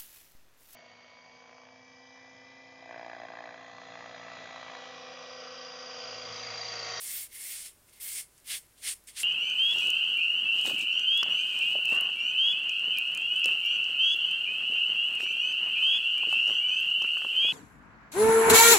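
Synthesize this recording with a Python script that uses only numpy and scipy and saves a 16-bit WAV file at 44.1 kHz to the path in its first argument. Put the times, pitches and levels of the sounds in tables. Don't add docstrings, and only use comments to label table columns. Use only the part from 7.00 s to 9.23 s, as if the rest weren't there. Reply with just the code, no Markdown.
import sys
import numpy as np
from scipy import signal
from scipy.fft import rfft, irfft
from scipy.io import wavfile
from scipy.ndimage import uniform_filter1d

SR = 44100
rng = np.random.default_rng(int(sys.argv[2]) if len(sys.argv) > 2 else 0)


def to_wav(s):
    ch = np.atleast_2d(s).T
    pcm = np.round(np.clip(ch, -1, 1) * 32767)
    wavfile.write(sys.argv[1], SR, pcm.astype(np.int16))


def field_ratio(decibels):
    return 10 ** (np.asarray(decibels, dtype=float) / 20)


N = 98475


def set_rms(x, db):
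    return x * field_ratio(db) / np.sqrt(np.mean(x ** 2))


def colour(x, points, modes=()):
    hz = np.maximum(np.fft.rfftfreq(len(x), 1 / SR), 1)
    point_hz, point_db = np.array(points, float).T
    gain = field_ratio(np.interp(np.log(hz), np.log(point_hz), point_db))
    lift = 1
    for mode_hz, width_hz, db in modes:
        lift = lift + field_ratio(db) / np.sqrt(1 + (2 * (hz - mode_hz) / width_hz) ** 2)
    return irfft(rfft(x) * gain * lift, len(x))


def walk(rate_hz):
    hold = int(SR / rate_hz)
    steps = np.repeat(rng.standard_normal(N // hold + 1), hold)
    smooth = uniform_filter1d(uniform_filter1d(steps, hold), hold)[:N]
    return smooth / smooth.std()


def air():
    # (frequency [Hz], relative density [dB])
    air_curve = [(20, -1), (35, -20), (50, -4), (62, -4), (80, -1.5), (110, -2.5), (200, -8), (350, -6.5),
                 (800, -12), (1500, -12), (2100, -14), (4000, -16.5), (6000, -16), (9000, -12.5),
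                 (12000, -14), (16000, -18.5)]
    return set_rms(colour(rng.standard_normal(N), air_curve), -63.5)


def hum():
    pitch_hz = 50.2 + 1.1 * walk(6.4)
    swell = field_ratio(2.1 * walk(5.6))
    return set_rms(np.sin(2 * np.pi * np.cumsum(pitch_hz) / SR) * swell, -75)


def faint_tones(t):
    # (frequency [Hz], rms level [dB])
    tone_list = [(601, -83.5), (1001, -89)]
    return sum(set_rms(np.sin(2 * np.pi * hz * t), db) for hz, db in tone_list)


def echo(near):
    echo_db, t60_s = -13.5, 0.086
    tail_t = np.arange(SR // 2) / SR
    tail = rng.standard_normal(SR // 2) * field_ratio(-60 * tail_t / t60_s)
    tail = tail / np.sqrt(np.sum(tail ** 2))
    return field_ratio(echo_db) * signal.fftconvolve(near, tail)[:N]


def ticks(t):
    # (time [s], nominal peak level [dB], pitch [Hz])
    snap_list = [(.895, -44.5, 8070), (1.379, -48, 8450), (1.401, -49, 9220), (2.0393, -44, 12000)]
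    decay_s = 0.0013
    out, noise = np.zeros(N), rng.standard_normal(N)
    for start_s, peak_db, hz in snap_list:
        peak_curve = [(hz / 4, -24), (hz * 0.73, -8), (hz, 0), (hz * 1.2, -9), (hz * 1.5, -16)]
        band = set_rms(colour(noise, peak_curve), peak_db - 5)
        out += band * np.exp(-np.maximum(t - start_s, 0) / decay_s) * (t >= start_s)
    return out


def fibres():
    grain_db, grain_top = 1.2, 4
    size = np.minimum(rng.exponential(size=N), grain_top)
    return rng.standard_normal(N) * field_ratio(grain_db * size)


def rubbed(curve, gain_db, modes=()):
    flicker_db = 0.86 * walk(35.075)
    return set_rms(colour(fibres(), curve, modes), 0) * field_ratio(gain_db + flicker_db)


def hollow(rub_db, cup_db):
    # (frequency [Hz], relative density [dB])
    hollow_curve = [(9000, -26), (10000, -6), (10500, -0.5), (10900, -4.5), (11500, -5.5), (12500, -28)]
    return rubbed(hollow_curve, rub_db + cup_db)


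def wall_ring(rub_db, ring_db):
    ring_hz, ring_width_hz = 2150, 190
    ring_curve = [(1000, -20), (ring_hz, 0), (4000, -20)]
    return rubbed(ring_curve, rub_db + ring_db, [(ring_hz, ring_width_hz, 30)])


def box_wall(rub_db, press_db):
    # (frequency [Hz], relative density [dB])
    wall_curve = [(150, -66), (500, -41), (1000, -25), (1500, -9), (2000, -5.5), (2500, -3.5), (3200, -3),
                  (4300, -3.5), (5300, -8.5), (6500, -26.5)]
    # (frequency [Hz], width [Hz], strength added to the curve [dB])
    wall_modes = [(2810, 63, -7.5), (3320, 250, -5.5), (4495, 48, -8.5)]
    return rubbed(wall_curve, rub_db + press_db, wall_modes)


def rasp(rub_db, press_db):
    # (frequency [Hz], relative density [dB])
    rasp_curve = [(3500, -21.5), (4500, -4), (5300, 0), (6300, -2), (7200, -5.5), (8500, -28)]
    share_db = -6 + 0.47 * press_db
    return rubbed(rasp_curve, rub_db + share_db)


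def fine_skim(rub_db, skim_db):
    # (frequency [Hz], relative density [dB])
    skim_curve = [(10500, -26.5), (12000, 6), (13800, 7), (15200, 6), (16500, -10.5)]
    return rubbed(skim_curve, rub_db + skim_db)


def hiss(rub_db):
    # (frequency [Hz], relative density [dB])
    hiss_curve = [(2500, -43), (4500, -16), (6000, -17), (7000, -7.5), (8000, -4.5), (8700, -1),
                  (9500, -2.5), (10200, -7), (11600, -15), (13000, -40)]
    return rubbed(hiss_curve, rub_db)


def cloth(t):
    # (time [s], rubbing level [dB],
    # box wall share, i.e. pressure [dB], fine skim share [dB], wall ring share [dB],
    # cupped hand resonance share [dB]); shares are relative to the rubbing level
    hand_moves = [
        [(0.0, -49.5, -12.5, -9, -14, -6), (0.012, -43.5, -9.5, -2, -25, -3), (0.05, -42.5, -7, -3, -16, 1.5),
         (0.064, -39, -11.5, -9.5, -16, -7.5), (0.164, -42, -7, 3.5, -10.5, -9),
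         (0.182, -41.5, -8.5, -2, -19, -4.5), (0.242, -45.5, -11, -1, -13.5, -3), (0.27, -54, -4, -4, -14, -4)],
        [(0.28, -63, -11, -6, -13, -5), (0.308, -66, -1, -2, -5, -5), (0.33, -53.5, -6, -4, -2, -6)],
        [(0.34, -52.5, -8, -1, -7, -8), (0.348, -49.5, -6, -2.5, -5, 0), (0.428, -45, -8.5, -5.5, -10, -3),
         (0.498, -43.5, -7, -1, -7, -9), (0.568, -41.5, -8, -7.5, -17, -9), (0.674, -46, -6, -11, -15.5, -8),
         (0.752, -76, -11, -9, -10, 0), (0.754, -77, -3, -7, -5, -11), (0.85, -88, -8, -7, -12, -5)],
        [(0.85, -80, -7, -4, -6, -7), (0.86, -83, -4, 0, 0, -6), (0.87, -69, -15, -8, -14, -6),
         (0.888, -68, -3, -9, 0, -14), (0.894, -63.5, -5, -11, -10, -8), (0.918, -73.5, -3, -11, -8, -5),
         (0.934, -59, -2.5, 0, -8, -4), (0.944, -63, -4, -4, -11, -4), (0.99, -63.5, -4, -4, -2, -8),
         (1.0, -62, -6, -4, -8, -6)],
        [(1.0, -55, -8, 0, 5, 3), (1.012, -48, -4, 0, -10.5, -0.5), (1.036, -43.5, -12, -1, -16, -9),
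         (1.068, -43.5, -7, 0.5, -7.5, -2.5), (1.13, -41.5, -11, -4.5, -17.5, -8),
         (1.172, -39, -7.5, -10, -12, -6), (1.202, -38.5, -9, -8, -17, -7.5),
         (1.264, -63.5, -13.5, -13, -13, -3), (1.29, -76, -9, -7, -2, -2), (1.3, -74, -14, -11, -13, -6)],
        [(1.36, -74, -6, -10, -19, -3), (1.374, -69, -5, -11, -8, -10), (1.382, -63, -7, -14, -17, -8),
         (1.394, -70, -3, -7, -5, -7), (1.402, -68, -9, -15, -9, -16), (1.416, -83, 5, -1, 1, 0),
         (1.44, -79, -1, 0, 3, 1)],
        [(1.445, -68, -1, -1, -9, -4), (1.477, -46.5, -3.5, -4, -14, -10), (1.515, -41, 2, -9, -7, -3),
         (1.551, -37, -2.5, -11, -11, -5.5), (1.581, -43, -6, -8, -17.5, -10), (1.6, -57.5, -7, -9, -18, -1)],
        [(1.61, -59, -9, -7, -16, -4), (1.634, -66, -7, -11, -12, -7), (1.666, -80, 4, 1, 3, 9),
         (1.68, -87, -4, -4, 1, -8)],
        [(1.765, -86, 9, -6, 3, -4), (1.779, -62.5, -2, -14, -14, -17), (1.811, -60.5, -6.5, -10, -15, -18),
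         (1.841, -41.5, -3, -10, -9.5, -6), (1.879, -36.5, 0, -11, -7, -9.5), (1.923, -39, -6.5, -9, -21, -10),
         (1.94, -47.5, -8, -9, -16, 1)],
        [(1.945, -57, -27, -10, -15, -2), (1.957, -58, -7, -7, -9, -3), (1.989, -67.5, -12, -11, -5, -4),
         (2.03, -89, 1, -2, -5, -4)],
        [(2.066, -72, -7, -11, -9, -11), (2.074, -48.5, -10.5, -11, -16, -19),
         (2.088, -47.5, -7, -14, -8.5, -19), (2.126, -61, -5, -10, -15, -16), (2.14, -61, -5, -20, -10, -8)],
        [(2.145, -62.5, -2.5, -15, -9, -4), (2.173, -43.5, 1, -13, -13, -8), (2.207, -35.5, -6, -10, -11, -7.5),
         (2.23, -41.5, -7, -10, -22, -2)],
    ]
    moves = np.array([row for stroke in hand_moves for row in stroke], float)
    curves = [uniform_filter1d(np.interp(t, moves[:, 0], column), size=100) for column in moves.T[1:]]
    rub_db, press_db, skim_db, ring_db, cup_db = curves
    rub_db = rub_db + 0.68 * walk(90)
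    bright = hiss(rub_db) + fine_skim(rub_db, skim_db) + rasp(rub_db, press_db)
    woody = box_wall(rub_db, press_db) + wall_ring(rub_db, ring_db)
    return bright + woody + hollow(rub_db, cup_db)


def scene():
    t = np.arange(N) / SR
    room = air() + hum() + faint_tones(t)
    near = cloth(t) + ticks(t)
    return np.tile(near + echo(near) + room, (2, 1))


def roll_off(x):
    return signal.sosfilt(signal.butter(12, 16220, fs=SR, output="sos"), x)


def record(dry):
    top_hz = 15830
    low_pass = signal.ellip(10, 0.2, 70, top_hz, fs=SR, output="sos")
    mix = signal.sosfilt(low_pass, dry)
    return roll_off(mix)


dry = scene()
out = record(dry)
to_wav(out)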